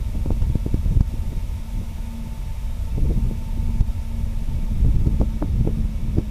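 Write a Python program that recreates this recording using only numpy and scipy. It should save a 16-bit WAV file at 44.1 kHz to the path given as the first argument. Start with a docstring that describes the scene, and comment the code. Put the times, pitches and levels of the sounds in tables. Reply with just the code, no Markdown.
"""Inside a moving cable car cabin, with wind gusting in at a small microphone.
From the start, gusts rumble over a thin whine and a slowly throbbing hum from the running gear, and a
hiss of air. Eddies (small swirls of wind) thump the microphone; a limiter turns the sound down briefly
after the hardest thumps. The wind eases after 1.5 s, then returns near 3 s and again near 5 s.
In that last spell the cabin slows: the hum sinks in pitch, the whine fades and the hiss softens."""
import sys
import numpy as np
from scipy import signal
from scipy.fft import rfft, irfft
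from scipy.io import wavfile
from scipy.ndimage import uniform_filter1d

SR = 44100
rng = np.random.default_rng(int(sys.argv[2]) if len(sys.argv) > 2 else 0)


def transcribe(u):
    """Save the signal u as a 16-bit wav file named by the first command-line argument.

    u: samples, shape (n,) or (channels, n), limited to [-1, 1]; the rate is SR.
    q: integer samples, one column per channel.
    """
    v = np.clip(np.atleast_2d(u).T, -1, 1)
    q = np.round(v * 32767).astype(np.int16)
    wavfile.write(sys.argv[1], SR, q)


N = 277830
TIME = np.arange(N) / SR
FREQUENCIES = np.fft.rfftfreq(N, 1 / SR)

# Tone colour of the finest whirls of wind: (frequency [Hz], relative level [dB])
WHIRL_SPECTRUM = [(150, 2), (290, 10), (500, 0.5), (700, -12.5), (1100, -24), (2000, -48), (4000, -74)]


def amp(db):
    """Turns decibels into a number to multiply a sound by."""
    return 10 ** (np.asarray(db) / 20)


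def unit(x):
    """Scales a signal so that its average size (rms) is 1."""
    return x / np.sqrt(np.mean(x ** 2) + 1e-20)


def curves(rows):
    """Joins a table's points with straight lines: one curve for each column after the time."""
    times, *columns = np.transpose(rows)
    return [np.interp(TIME, times, column) for column in columns]


def noise(gain):
    """Noise of average size 1, shaped by a gain for each frequency."""
    return unit(irfft(rfft(rng.standard_normal(N)) * gain, N))


def coloured(spectrum):
    """Noise whose tone colour follows a table of frequencies and levels."""
    hz, db = np.transpose(spectrum)
    return noise(amp(np.interp(np.log(FREQUENCIES + 1), np.log(hz + 1), db)))


def wander(hz):
    """A random wobble, mostly slower than the given rate."""
    return noise(1 / (1 + (FREQUENCIES / hz) ** 4))


def ringing(hz, width_hz):
    """Noise gathered around one pitch, like something that rings."""
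    return noise(1 / (1 + ((FREQUENCIES - hz) / (0.6 * width_hz)) ** 2))


def steadied(x, span_s):
    """Evens out a noise's own slow swings in loudness."""
    return x / np.sqrt(uniform_filter1d(x ** 2, max(int(span_s * SR), 8)) + 0.051)


def wind(rumble_db=-23, buffet_db=-32.5, flutter_db=-50, lumpy_db=3.5, ragged_db=7.5):
    """Rough air hits the microphone: big swells rumble, smaller ones buffet, fine whirls flutter."""
    # Three gusty spells with lulls between: (time [s], wind strength [dB])
    gusty_spells = [(0, 4.5), (.08, -2.5), (.47, 5.5), (.61, -7), (.88, 2.5), (.97, 8), (1.06, -6),
                    (1.28, -2.5), (1.38, 5), (1.5, -1.5), (2.88, -4), (2.96, 5), (3.11, 6.5), (3.2, 3),
                    (3.55, -1), (3.78, -0.5), (3.97, -5), (4.74, 0.5), (4.85, 3), (5.07, 6.5), (5.34, 1),
                    (5.66, 7), (5.97, -0.5), (6.3, 1.5)]
    # Rise and fall of the rumble, on top of what the wind gives it: (time [s], extra level [dB])
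    rumble_extra = [(0, 1), (1.0, 0.5), (1.4, 0), (2.25, -4), (2.7, 2.5), (3.15, -1.5), (3.7, 1.5),
                    (4.95, 1), (5.6, -2), (6.2, -1.5)]
    # Tone colour of the big swells: (frequency [Hz], relative level [dB])
    rumble_spectrum = [(8, -48), (20, 3.5), (42, 0), (65, -2.5), (95, -7.5), (140, -32.5), (220, -23),
                       (500, -84.5)]
    # Tone colour of the buffets: (frequency [Hz], relative level [dB])
    buffet_spectrum = [(40, 4), (85, 3.5), (125, 7), (190, -1), (270, -12.5), (400, -22), (700, -59),
                       (1500, -86)]
    strength_db, = curves(gusty_spells)
    extra_db, = curves(rumble_extra)
    lumps, gusts = wander(hz=22), wander(hz=6)
    # The finer the swirl, the more it needs a strong wind.
    rumble_gain = amp(rumble_db + 0.71 * strength_db + 1.7 * gusts + extra_db)
    buffet_gain = amp(buffet_db + 1.45 * strength_db + 3.03 * gusts)
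    flutter_gain = amp(flutter_db + 1.48 * strength_db + 2.5 * gusts)
    rumble = steadied(coloured(rumble_spectrum), span_s=0.0926)
    # Sharing the same quick lumps makes the whirls ride on the buffets.
    buffet = steadied(coloured(buffet_spectrum) * amp(lumpy_db * lumps), span_s=0.08)
    flutter = steadied(coloured(WHIRL_SPECTRUM) * amp(ragged_db * lumps), span_s=0.056)
    return rumble_gain * rumble + buffet_gain * buffet + flutter_gain * flutter


def tone(hz):
    """A pure tone of average size 1 that follows a pitch curve."""
    return np.sqrt(2) * np.sin(2 * np.pi * (np.cumsum(hz) / SR + rng.random()))


def running_gear(twin_db=-6, beat_hz=2, beat_peak_s=2.2, flicker_db=3.5, rasp_db=-7):
    """The machinery that carries the cabin makes a low, throbbing hum and a thin, raspy whine."""
    # The gear's hum, sinking as the cabin slows: (time [s], pitch [Hz], relative level [dB])
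    hum_path = [(0, 225, -45.5), (.7, 222.3, -44), (1.6, 225.3, -48), (2.2, 228.3, -37.5),
                (2.6, 229.4, -54.5), (3.2, 226.6, -36.5), (4.7, 227.7, -43), (5.2, 221, -37),
                (5.7, 218.4, -34.5), (6.3, 212, -38.5)]
    # The gear's whine: (time [s], pitch [Hz], relative level [dB])
    whine_path = [(0, 899, -58), (.7, 900, -55), (1.5, 894, -59), (2.5, 889, -53), (2.95, 896, -59.5),
                  (3.75, 889, -52.5), (4.0, 892.7, -58), (5.2, 893, -58), (6.3, 896, -71)]
    hum_hz, hum_db = curves(hum_path)
    whine_hz, whine_db = curves(whine_path)
    # A weaker twin just above the hum drifts in and out of step with it, so the loudness throbs.
    throb = abs(1 + amp(twin_db) * np.exp(2j * np.pi * beat_hz * (TIME - beat_peak_s)))
    hum = amp(hum_db - 1) * throb * tone(hum_hz + wander(hz=9))
    whine = amp(flicker_db * wander(hz=29)) * tone(whine_hz + 3 * wander(hz=33))
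    rasp = amp(rasp_db) * ringing(937, width_hz=67)
    return hum + amp(whine_db - 2) * (whine + rasp)


def air(hiss_db=-49, treble_hz=4000, waver_db=0.4):
    """Air streams past and makes the cabin ring; the high hiss wavers and softens as the cabin slows."""
    # Tone colour of the passing air: (frequency [Hz], relative level [dB])
    hiss_spectrum = [(180, -42), (300, -27), (410, -13), (438, -3), (639, -0.5), (792, -10), (832, -13),
                     (903, -5), (1050, -8.5), (1320, -16), (1610, -14), (2310, -9.5), (4100, -16),
                     (12800, -19), (15300, -23)]
    # How the high hiss drops with the cabin's speed: (time [s], level change [dB])
    slowing = [(0, -0.3), (2, 0), (4.4, -1.06), (6.3, -3.5)]
    # Pitches at which the cabin rings: (pitch [Hz], width [Hz], relative level [dB])
    cabin_rings = [(175.5, 33, -61), (555, 8, -63), (783.6, 17, -66.5), (894, 81, -61), (1235, 140, -63.5),
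                   (1329, 9.3, -69), (1453, 8.6, -72.5), (1719, 17, -72), (2244, 57, -64.5),
                   (2645, 140, -68.5), (2630, 130, -80), (3404, 66, -69), (3710, 140, -65), (4870, 70, -84),
                   (5610, 910, -65.5)]
    hiss = amp(hiss_db) * coloured(hiss_spectrum)
    dull = signal.lfilter(*signal.butter(1, treble_hz, fs=SR), hiss)
    speed_db, = curves(slowing)
    treble = (hiss - dull) * amp(speed_db + waver_db * wander(hz=25))
    ring = sum(amp(db - 1) * ringing(hz, width_hz) for hz, width_hz, db in cabin_rings)
    return dull + treble + ring


def eddies(wake_rise_s=0.0048, wake_fade_s=0.013, leak_hz=38, smooth_hz=1700, crackle_db=-31):
    """Each eddy thumps the microphone with a rounded spike of pressure and trails a wake of whirls."""
    # Eddies that hit the microphone: (time [s], strength [dB], half width before filtering [ms],
    # push or pull [+1 or -1], relative wake level [dB])
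    hits = [(0.153, -17, 1.4, -1, -9), (0.2602, -13, 0.55, -1, -14), (0.3058, -6, 0.51, -1, -24.5),
            (0.32, -1.5, 4, -1, -54), (0.423, 1, 4.3, 1, -31), (0.501, -5, 2, -1, -39),
            (0.5555, -2.5, 1.15, -1, -27), (0.664, -7, 0.95, 1, -18), (0.7437, -2.5, 1.06, -1, -26.5),
            (0.861, -8, 1.8, 1, -26), (1.0092, 4.5, 2.0, 1, -33), (1.14, -16, 1.2, -1, -18),
            (1.324, -13, 1.9, -1, -15.5), (1.816, -17.5, 1.3, 1, -21), (2.981, -10.5, 0.78, 1, -14.5),
            (3.052, -6, 6.1, 1, -22), (3.1059, -16, 1.1, -1, -4.5), (3.312, -15.5, 0.74, 1, -19),
            (3.8095, 1.5, 2.6, 1, -29), (4.8486, -3, 1.6, -1, -21), (4.865, -3.5, 2.5, -1, -43),
            (5.0706, -1.5, 2.1, 1, -17.5), (5.2016, -2, 2.4, 1, -21), (5.2144, -3.5, 0.56, -1, -16.5),
            (5.4252, -6.5, 0.29, 1, -8), (5.652, -14.5, 0.72, 1, -24), (5.6744, -5.5, 0.6, 1, -12.5),
            (6.1745, -11, 2.09, -1, -11.5), (6.1855, -0.5, 1.17, -1, -20)]
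    # Tone colour of the crackle before it is dulled: (frequency [Hz], relative level [dB])
    crackle_spectrum = [(800, 26.5), (1700, 15.5), (3500, 10.5), (5500, 13.5)]
    spikes, wake_shape = np.zeros(N), np.zeros(N)
    for hit_s, db, width_ms, direction, wake_db in hits:
        age_s = TIME - hit_s
        widths_from_peak = age_s * 1000 / width_ms
        spikes += np.sign(direction) * amp(db) / (1 + widths_from_peak ** 2)
        rise_and_fade = np.exp(-np.maximum(age_s / wake_fade_s, -age_s / wake_rise_s))
        wake_shape += amp(db + wake_db - 3) * rise_and_fade
    # The microphone's vent lets pressure leak, so every spike swings back.
    spikes = signal.lfilter(*signal.butter(1, leak_hz, "high", fs=SR), spikes)
    spikes = signal.lfilter(*signal.butter(3, smooth_hz, fs=SR), spikes)
    # The tip of each hard spike carries a faint crackle.
    fizz = signal.lfilter(*signal.butter(2, 5500, fs=SR), coloured(crackle_spectrum))
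    crackle = amp(crackle_db) * np.tanh(2 * spikes ** 2) * unit(fizz)
    wakes = wake_shape * steadied(coloured(WHIRL_SPECTRUM), span_s=0.0133)
    return spikes + crackle + wakes


def scene():
    """All the sounds add up at one microphone."""
    return (wind() + running_gear() + air() + eddies())[None]


def record(dry, threshold_db=-11, recovery_db_per_s=90, lag_s=0.005, top_hz=15350):
    """A limiter lets each spike through, dips the level and recovers; the highest treble is cut off."""
    span = round(lag_s * SR)
    average = np.ones(span) / span  # averaging makes the limiter react a little late
    level_db = 20 * np.log10(signal.lfilter(average, [1], abs(dry[0])) + 1e-9)
    excess_db = np.maximum(level_db - threshold_db, 0)
    # Hold on to each peak, then let go at a steady rate.
    recovery_db = TIME * recovery_db_per_s
    dip_db = np.maximum.accumulate(excess_db + recovery_db) - recovery_db
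    limited = dry * amp(-signal.lfilter(average, [1], dip_db))
    treble_cut = signal.firwin(1023, top_hz, window=("kaiser", 9), fs=SR)
    return signal.oaconvolve(limited, treble_cut[None], "same")


dry = scene()
out = record(dry)
transcribe(out)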